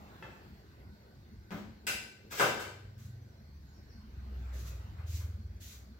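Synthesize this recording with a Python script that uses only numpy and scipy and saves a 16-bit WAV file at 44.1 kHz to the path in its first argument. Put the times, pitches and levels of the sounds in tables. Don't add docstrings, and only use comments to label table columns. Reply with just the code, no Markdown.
import sys
import numpy as np
from scipy import signal
from scipy.fft import rfft, irfft, next_fast_len
from scipy.io import wavfile
from scipy.ndimage import uniform_filter1d

SR = 44100
rng = np.random.default_rng(int(sys.argv[2]) if len(sys.argv) > 2 else 0)


def digitize_waveform(pressure):
    field = np.atleast_2d(pressure).T
    bounded = np.clip(field, -1, 1)
    quanta = np.round(bounded * 32767).astype(np.int16)
    wavfile.write(sys.argv[1], SR, quanta)


N = 264159
LEAD_SAMPLES = 16


def amp(db):
    return 10 ** (np.asarray(db) / 20)


def evened(x):
    return x / np.sqrt(np.mean(x ** 2) + 1e-20)


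def read(points, hz):
    f, value = np.transpose(points)
    return np.interp(np.log(hz + 1), np.log(f + 1), value)


def curve(rows):
    s, value = np.transpose(rows)
    return np.interp(np.arange(N) / SR, s, value)


def swell(start, length, db, start_db, fall_db_per_s):
    t = np.arange(N) / SR - start
    climb_db = start_db * np.clip(1 - t / length, 0, 1)
    fall_db = fall_db_per_s * np.maximum(t - length, 0)
    return (t > 0) * amp(db + climb_db - fall_db)


def colour(x, points):
    size = next_fast_len(N + 4096)
    gain = amp(read(points, np.fft.rfftfreq(size, 1 / SR)))
    return irfft(rfft(x, size) * gain, size)[..., :N]


def ring(modes):
    t = np.arange(SR // 2) / SR
    out = 0
    for k, (hz, db, t60) in enumerate(modes):
        out = out + (-1) ** k * amp(db - 60 * t / max(t60, .01)) * np.sin(2 * np.pi * hz * t)
    return out


def grains(rate, spread_db):
    size = amp(spread_db * np.minimum(rng.exponential(1, N), 4))
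    sign = rng.choice([-1., 1.], N)
    return evened(size * sign * (rng.random(N) < rate / SR))


# pitch_hz, likeness (1 is identical)
PORT_LIKENESS = [(60, 1), (180, 0.93), (550, 0.96), (1650, -0.029), (4970, 0.2), (15000, -0.088)]


def diffuse(shape, patchy_db):
    frames, hz = N // 512 + 5, np.fft.rfftfreq(2048, 1 / SR)
    a, b, c, d, patches = rng.standard_normal((frames, 1025, 5)).T
    patches = uniform_filter1d(patches, size=14, axis=0)
    patches = evened(uniform_filter1d(patches, size=8, axis=1))
    same = np.clip(read(PORT_LIKENESS, hz), -1, 1)[:, None]
    left = a + 1j * b
    right = same * left + np.sqrt(1 - same ** 2) * (c + 1j * d)
    right *= np.exp(-2j * np.pi * hz * LEAD_SAMPLES / SR)[:, None]
    z = np.array([left, right]) * shape(hz)[:, None] * amp(patchy_db * patches)
    return evened(signal.istft(z, nperseg=2048, noverlap=1536)[1][:, :N])


RUMBLE = [(20, -13), (35, -20), (50, -4.5), (70, 0), (100, -2), (140, -5.5), (170, -8.5), (250, -20.5),
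          (400, -43)]
ROAR = [(100, -29), (200, -4.5), (350, -0.5), (600, -10), (1100, -15.5), (2500, -28.5)]
TYRES = [(300, -38), (600, -7.5), (1000, -8.5), (1600, -10), (2500, -15), (4000, -20), (8000, -41)]
HISS = [(500, -29), (2000, 14), (3200, 1), (4400, 14), (5900, 4), (6500, -46), (11000, 3), (16000, -6)]
HISS_DB = -69
# rumble_db, roar_db, tyre_db
TRAFFIC_DB = (-56.5, -63, -71)
# nearest_s, half_amplitude_s (time to fall to half amplitude), rumble_db, roar_db, tyre_db
PASSES = [(.15, 0.43, -67, -55.5, -58), (2, 0.17, -54, -76, -71), (4.65, 0.33, -47, -61.5, -55.5)]
# pitch_hz, width_hz (at half gain), level_db
HUMS = [(68.3, 6.4, -65), (86.5, 7.3, -66.5), (143, 10, -67), (220.6, 11.2, -60), (189.6, 11, -68.5),
        (1510, 140, -71.5), (4300, 890, -76.5), (6030, 40, -81.5), (11800, 41, -82)]


def street():
    t = np.arange(N) / SR
    power = amp(TRAFFIC_DB)[:, None] ** 2
    for nearest, half, *db in PASSES:
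        power = power + amp(db)[:, None] ** 2 / (1 + ((t - nearest) / half) ** 2) ** 2
    gains = [*np.sqrt(power), amp(HISS_DB)]
    out = 0
    for shape, gain in zip((RUMBLE, ROAR, TYRES, HISS), gains):
        out = out + gain * diffuse(lambda hz: amp(read(shape, hz)), patchy_db=2.94)

    def peaks(f):
        return sum(amp(db) / np.sqrt(w) / (1 + ((f - hz) / w * 2) ** 2) for hz, w, db in HUMS)

    hums_db = 10 * np.log10(sum(amp(db) ** 2 for _, _, db in HUMS))
    return out + amp(hums_db) * diffuse(peaks, patchy_db=4.0)


# pitch_hz, level_db, t60_s
DISH = [(880, 3, 0.07), (1345, 4.5, 0.04), (1770, -1, 0.11), (1950, -3.5, 0.087), (2100, -3, 0.056),
        (2620, -0.5, 0.11), (3330, -13, 0.11)]
# start_s, level_db
DISH_TAPS = [(0.225, -45), (0.285, -63), (0.315, -60)]


def dish():
    rung = ring(DISH)
    return sum(np.pad(amp(db) * rung, (round(s * SR), N))[:N] for s, db in DISH_TAPS)


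# pitch_hz, level_db, t60_s
METAL = [(1460, -13.5, 0.14), (1530, 0.5, 0.051), (2070, -8, .06), (2298, -0.5, 0.044), (2367, -0.5, 0.084),
         (2560, 4.5, 0.017), (2706, 1.5, 0.062), (2866, -7, 0.07), (3780, -15, 0.15), (4900, -1.5, 0.033),
         (5190, 1, 0.01), (6300, -1.5, 0.037), (6600, -12, 0.026), (7260, -10, 0.073), (8350, 6, 0.052),
         (10360, 5, 0.018), (11120, -10.5, 0.24), (12480, -17, 0.043)]


def metal():
    spot, size = rng.random((2, 90))
    hz = 1750 * 7.5 ** spot
    return ring(METAL) + ring(zip(hz, -15 + 8 * size, 0.032 + 0 * hz))


# start_s, crack_db, crack_tilt_db (an octave), cabinet_db, basin_db, metal_db
KNOCKS = [(0.225, -27.5, -11.5, -52, -52, -90), (1.507, -22.5, -9, -31, -84, -86),
          (1.518, -30.5, 11, -31.5, -44.5, -85), (1.541, -30, 20, -39.5, -72, -90),
          (1.571, -32.5, -5.5, -56, -79, -90), (1.868, -14, 3, -40, -39.5, -24.5),
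          (2.313, -30, 9, -76, -43.5, -77), (2.397, -19, 26, -77, -21, -25.5),
          (2.41, -16, 6, -72, -39.5, -34), (2.424, -25, 16, -38.5, -40, -47),
          (2.596, -36, 18, -73, -43, -41), (2.618, -42, 16, -78, -55, -77),
          (2.642, -49, 8, -74, -47.5, -74)]
# start_s, crack_db, basin_db
NICKS = [(2.981, -38, -66), (4.684, -48, -79), (4.983, -47, -55), (5.199, -32, -56.5), (5.72, -37, -63)]
NICK_TILT_DB = 2
# pitch_hz, level_db, t60_s
CABINET = [(50, -3.5, 0.4), (100, -8, 0.099), (213.4, 3, 0.12), (235.6, -2.5, 0.055), (283, -9, 0.12),
           (374, -14, 0.077)]
BASIN = [(120.5, -8.5, 0.4), (342, -8, 0.1), (394.3, -1, 0.069), (491, 4, 0.041), (542, 4.5, 0.043),
         (807, 4, 0.017), (900, 2, 0.029), (969, 15.5, 0.0093), (1223, 11.5, 0.016), (1527, 15, 0.014),
         (1860, 4, 0.012), (2036, 8.5, 0.017), (2470, 1, 0.024), (3020, -0.5, 0.018), (3710, -2.5, 0.018)]


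def knocks(ware):
    crack, blows = np.zeros(N + 1024), np.zeros((3, N))
    hz = np.fft.rfftfreq(1024, 1 / SR)
    nicks = [(s, db, NICK_TILT_DB, -np.inf, basin_db, -np.inf) for s, db, basin_db in NICKS]
    for s, db, tilt_db, *strength_db in KNOCKS + nicks:
        at = round(s * SR)
        tilt = amp(tilt_db * np.log2((hz + 700) / 2000))
        click = irfft(tilt * hz ** 2 / (hz ** 2 + 400 ** 2))
        click = np.roll(click, 64) * signal.windows.tukey(1024, .1)
        crack[at - 64:at + 960] += amp(db) * click / np.linalg.norm(click) * 4
        blows[:, at] = amp(strength_db)
    high_pass = signal.butter(3, 105, "high", fs=SR, output="sos")
    bodies = ring(CABINET), signal.sosfilt(high_pass, ring(BASIN)), ware
    rung = sum(signal.fftconvolve(x, body)[:N] for x, body in zip(blows, bodies))
    return crack[:N] + rung


# loudest_s, build_up_s, level_db
SCRAPES = [(2.313, 0.016, -37), (2.383, 0.062, -32.5), (2.451, 0.041, -38), (2.598, 0.027, -42)]
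SCRAPE_START_DB, SCRAPE_FALL_DB_PER_S = -26, 552


def drag(ware):
    level = sum(swell(s - build, build, db, SCRAPE_START_DB, SCRAPE_FALL_DB_PER_S) for s, build, db in SCRAPES)
    slips = grains(4000, 1.0) * level
    body = amp(-47) * ware + amp(-34.0) * ring(BASIN)
    hiss = colour(slips, [(200, -33), (600, -36), (1500, 7.0), (5000, 7.5), (15000, 3.0)])
    return hiss + signal.fftconvolve(slips, body)[:N]


# time_s, firings_per_s
FIRING = [(2.5, 24.6), (3, 24.4), (3.25, 24.1), (3.6, 23.1), (4, 22.1), (4.35, 21.3), (4.7, 20.7),
          (5.17, 19.8), (5.5, 19.2), (5.99, 18.2)]
ORDER_NUMBERS = (2, 3, 3.5, 4, 5, 6, 7)
ORDER_DB = (-8, 5, -11, 0.5, -4.5, -8.5, -18)
# time_s, level_db
ENGINE_LEVEL = [(2.5, -60), (2.8, -48.5), (3.1, -44.0), (3.4, -47.5), (3.7, -54), (4.1, -47), (4.5, -51.5),
                (4.8, -49.5), (4.95, -51), (5.15, -38.5), (5.5, -33.5), (5.7, -35.5), (5.99, -48)]
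# pitch_hz, width_hz (offset where gain is a quarter), level_db
BASS_MODES = [(44, 3.6, 1.5), (57.6, 0.49, -21), (63.04, 2.2, 8), (69.3, 1.5, -3.5), (80.66, 2.9, 5),
              (101.45, 4.65, 5.5), (121.14, 1.7, 2), (140.5, 3.3, -5)]


def engine():
    fade = np.clip((np.arange(N) / SR - FIRING[0][0]) * 10, 0, 1)
    rate = curve(FIRING)
    turns = np.cumsum(rate) / SR + rng.random()

    def boost(f):
        return sum(amp(db) / (1 + ((f - hz) / w) ** 2) ** 2 for hz, w, db in BASS_MODES)

    orders = 0
    for k, db in zip(ORDER_NUMBERS, ORDER_DB):
        orders = orders + amp(db) * boost(k * rate) * np.cos(2 * np.pi * k * turns)
    return fade * np.sqrt(2) * amp(curve(ENGINE_LEVEL)) * orders


# start_s, length_s (of the climb), level_db, first_bite_db (relative to level_db)
STROKES = [(2.99, 0.066, -61, -3), (4.531, 0.08, -52.5, -6.5), (4.653, 0.021, -52, -15),
           (5.069, 0.1, -47.5, -8.5), (5.609, 0.12, -50.5, -0.5)]
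# pitch_hz, relative level_db per Hz
BLADE = [(1000, -15), (2000, 0.5), (3000, 1.5), (4000, 5.5), (5300, 2.5), (6400, 8), (7800, 2.5),
         (11000, 5), (16000, -0.5)]
BITE_S, LIFT_DB_PER_S = 0.022, 146


def peeling():
    level = sum(swell(*row, LIFT_DB_PER_S) for row in STROKES)
    level = uniform_filter1d(level, max(int(BITE_S * SR), 1))
    near = evened(colour(grains(3300, 2.6), BLADE))
    far = diffuse(lambda hz: amp(read(BLADE, hz)), patchy_db=1)
    return level * (0.25 * near + 1.46 * far)


# start_s, length_s, first_pitch_hz, last_pitch_hz, level_db
CHIRPS = [(3.66, 0.047, 6850, 6700, -63), (3.735, .055, 5850, 5340, -59.5),
          (3.878, .135, 5900, 4320, -57.5)]
CHIRP_DROP, CHIRP_RISE_S, CHIRP_FADE_DB = .25, 0.013, -19


def bird():
    out = np.zeros(N)
    for start, length, first_hz, last_hz, db in CHIRPS:
        t = np.arange(N) / SR - start
        settling = np.exp(-(np.maximum(t, 0) / length / CHIRP_DROP) ** 2)
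        hz = last_hz + (first_hz - last_hz) * settling
        level = (t < length) * swell(start, CHIRP_RISE_S, db, CHIRP_FADE_DB, -CHIRP_FADE_DB / length)
        waver = 1 + .012 * evened(uniform_filter1d(rng.standard_normal(N), size=200))
        out += uniform_filter1d(level, size=300) * np.sin(2 * np.pi * np.cumsum(hz * waver) / SR)
    return out


# pitch_hz, t60_s
ROOM = [(100, 0.19), (300, 0.77), (1000, 0.55), (4000, 0.63), (15000, 0.37)]


def room(x, direct_db):
    taps = np.zeros((2, SR))
    grid = np.arange(60, SR - 20, 12)
    at = grid + rng.integers(0, 12, (2, len(grid)))
    np.put_along_axis(taps, at, rng.choice([-1., 1.], at.shape), 1)
    hz, t, z = signal.stft(taps, SR, nperseg=512)
    same = 1 / (1 + (hz[:, None] / 520) ** 2)
    z[1] = same * z[0] + np.sqrt(1 - same ** 2) * z[1]
    decay = amp(-60 * t / read(ROOM, hz)[:, None])
    tail = signal.istft(z * decay, SR, nperseg=512)[1][:, :SR]
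    tail *= 1 - 0.81 * np.exp(-np.arange(SR) / SR / 0.0041)
    tail /= np.linalg.norm(tail[0])
    tail[[0, 1], [0, LEAD_SAMPLES]] += amp(direct_db)
    return signal.fftconvolve(x, tail, axes=1)[:, :N]


def scene():
    ware, tap = metal(), dish()
    clatter = (knocks(ware) + drag(ware)) * amp([[1.1], [-1.1]])
    in_room = room(clatter + tap + bird(), direct_db=-12)
    return in_room + amp(-2.5) * tap + peeling() + engine() + street()


# pitch_hz, level_db
MIC = [(15, -27), (40, -5.5), (60, -1.5), (7900, -4.5), (8400, -20), (9800, -13), (11000, -10),
       (12000, -7.5), (15000, -5)]
EDGE_HZ = 15900


def record(dry):
    edge = signal.firwin(511, EDGE_HZ, window=("kaiser", 9), fs=SR)
    return signal.oaconvolve(colour(dry, MIC), edge[None], "same")


dry = scene()
out = record(dry)
digitize_waveform(out)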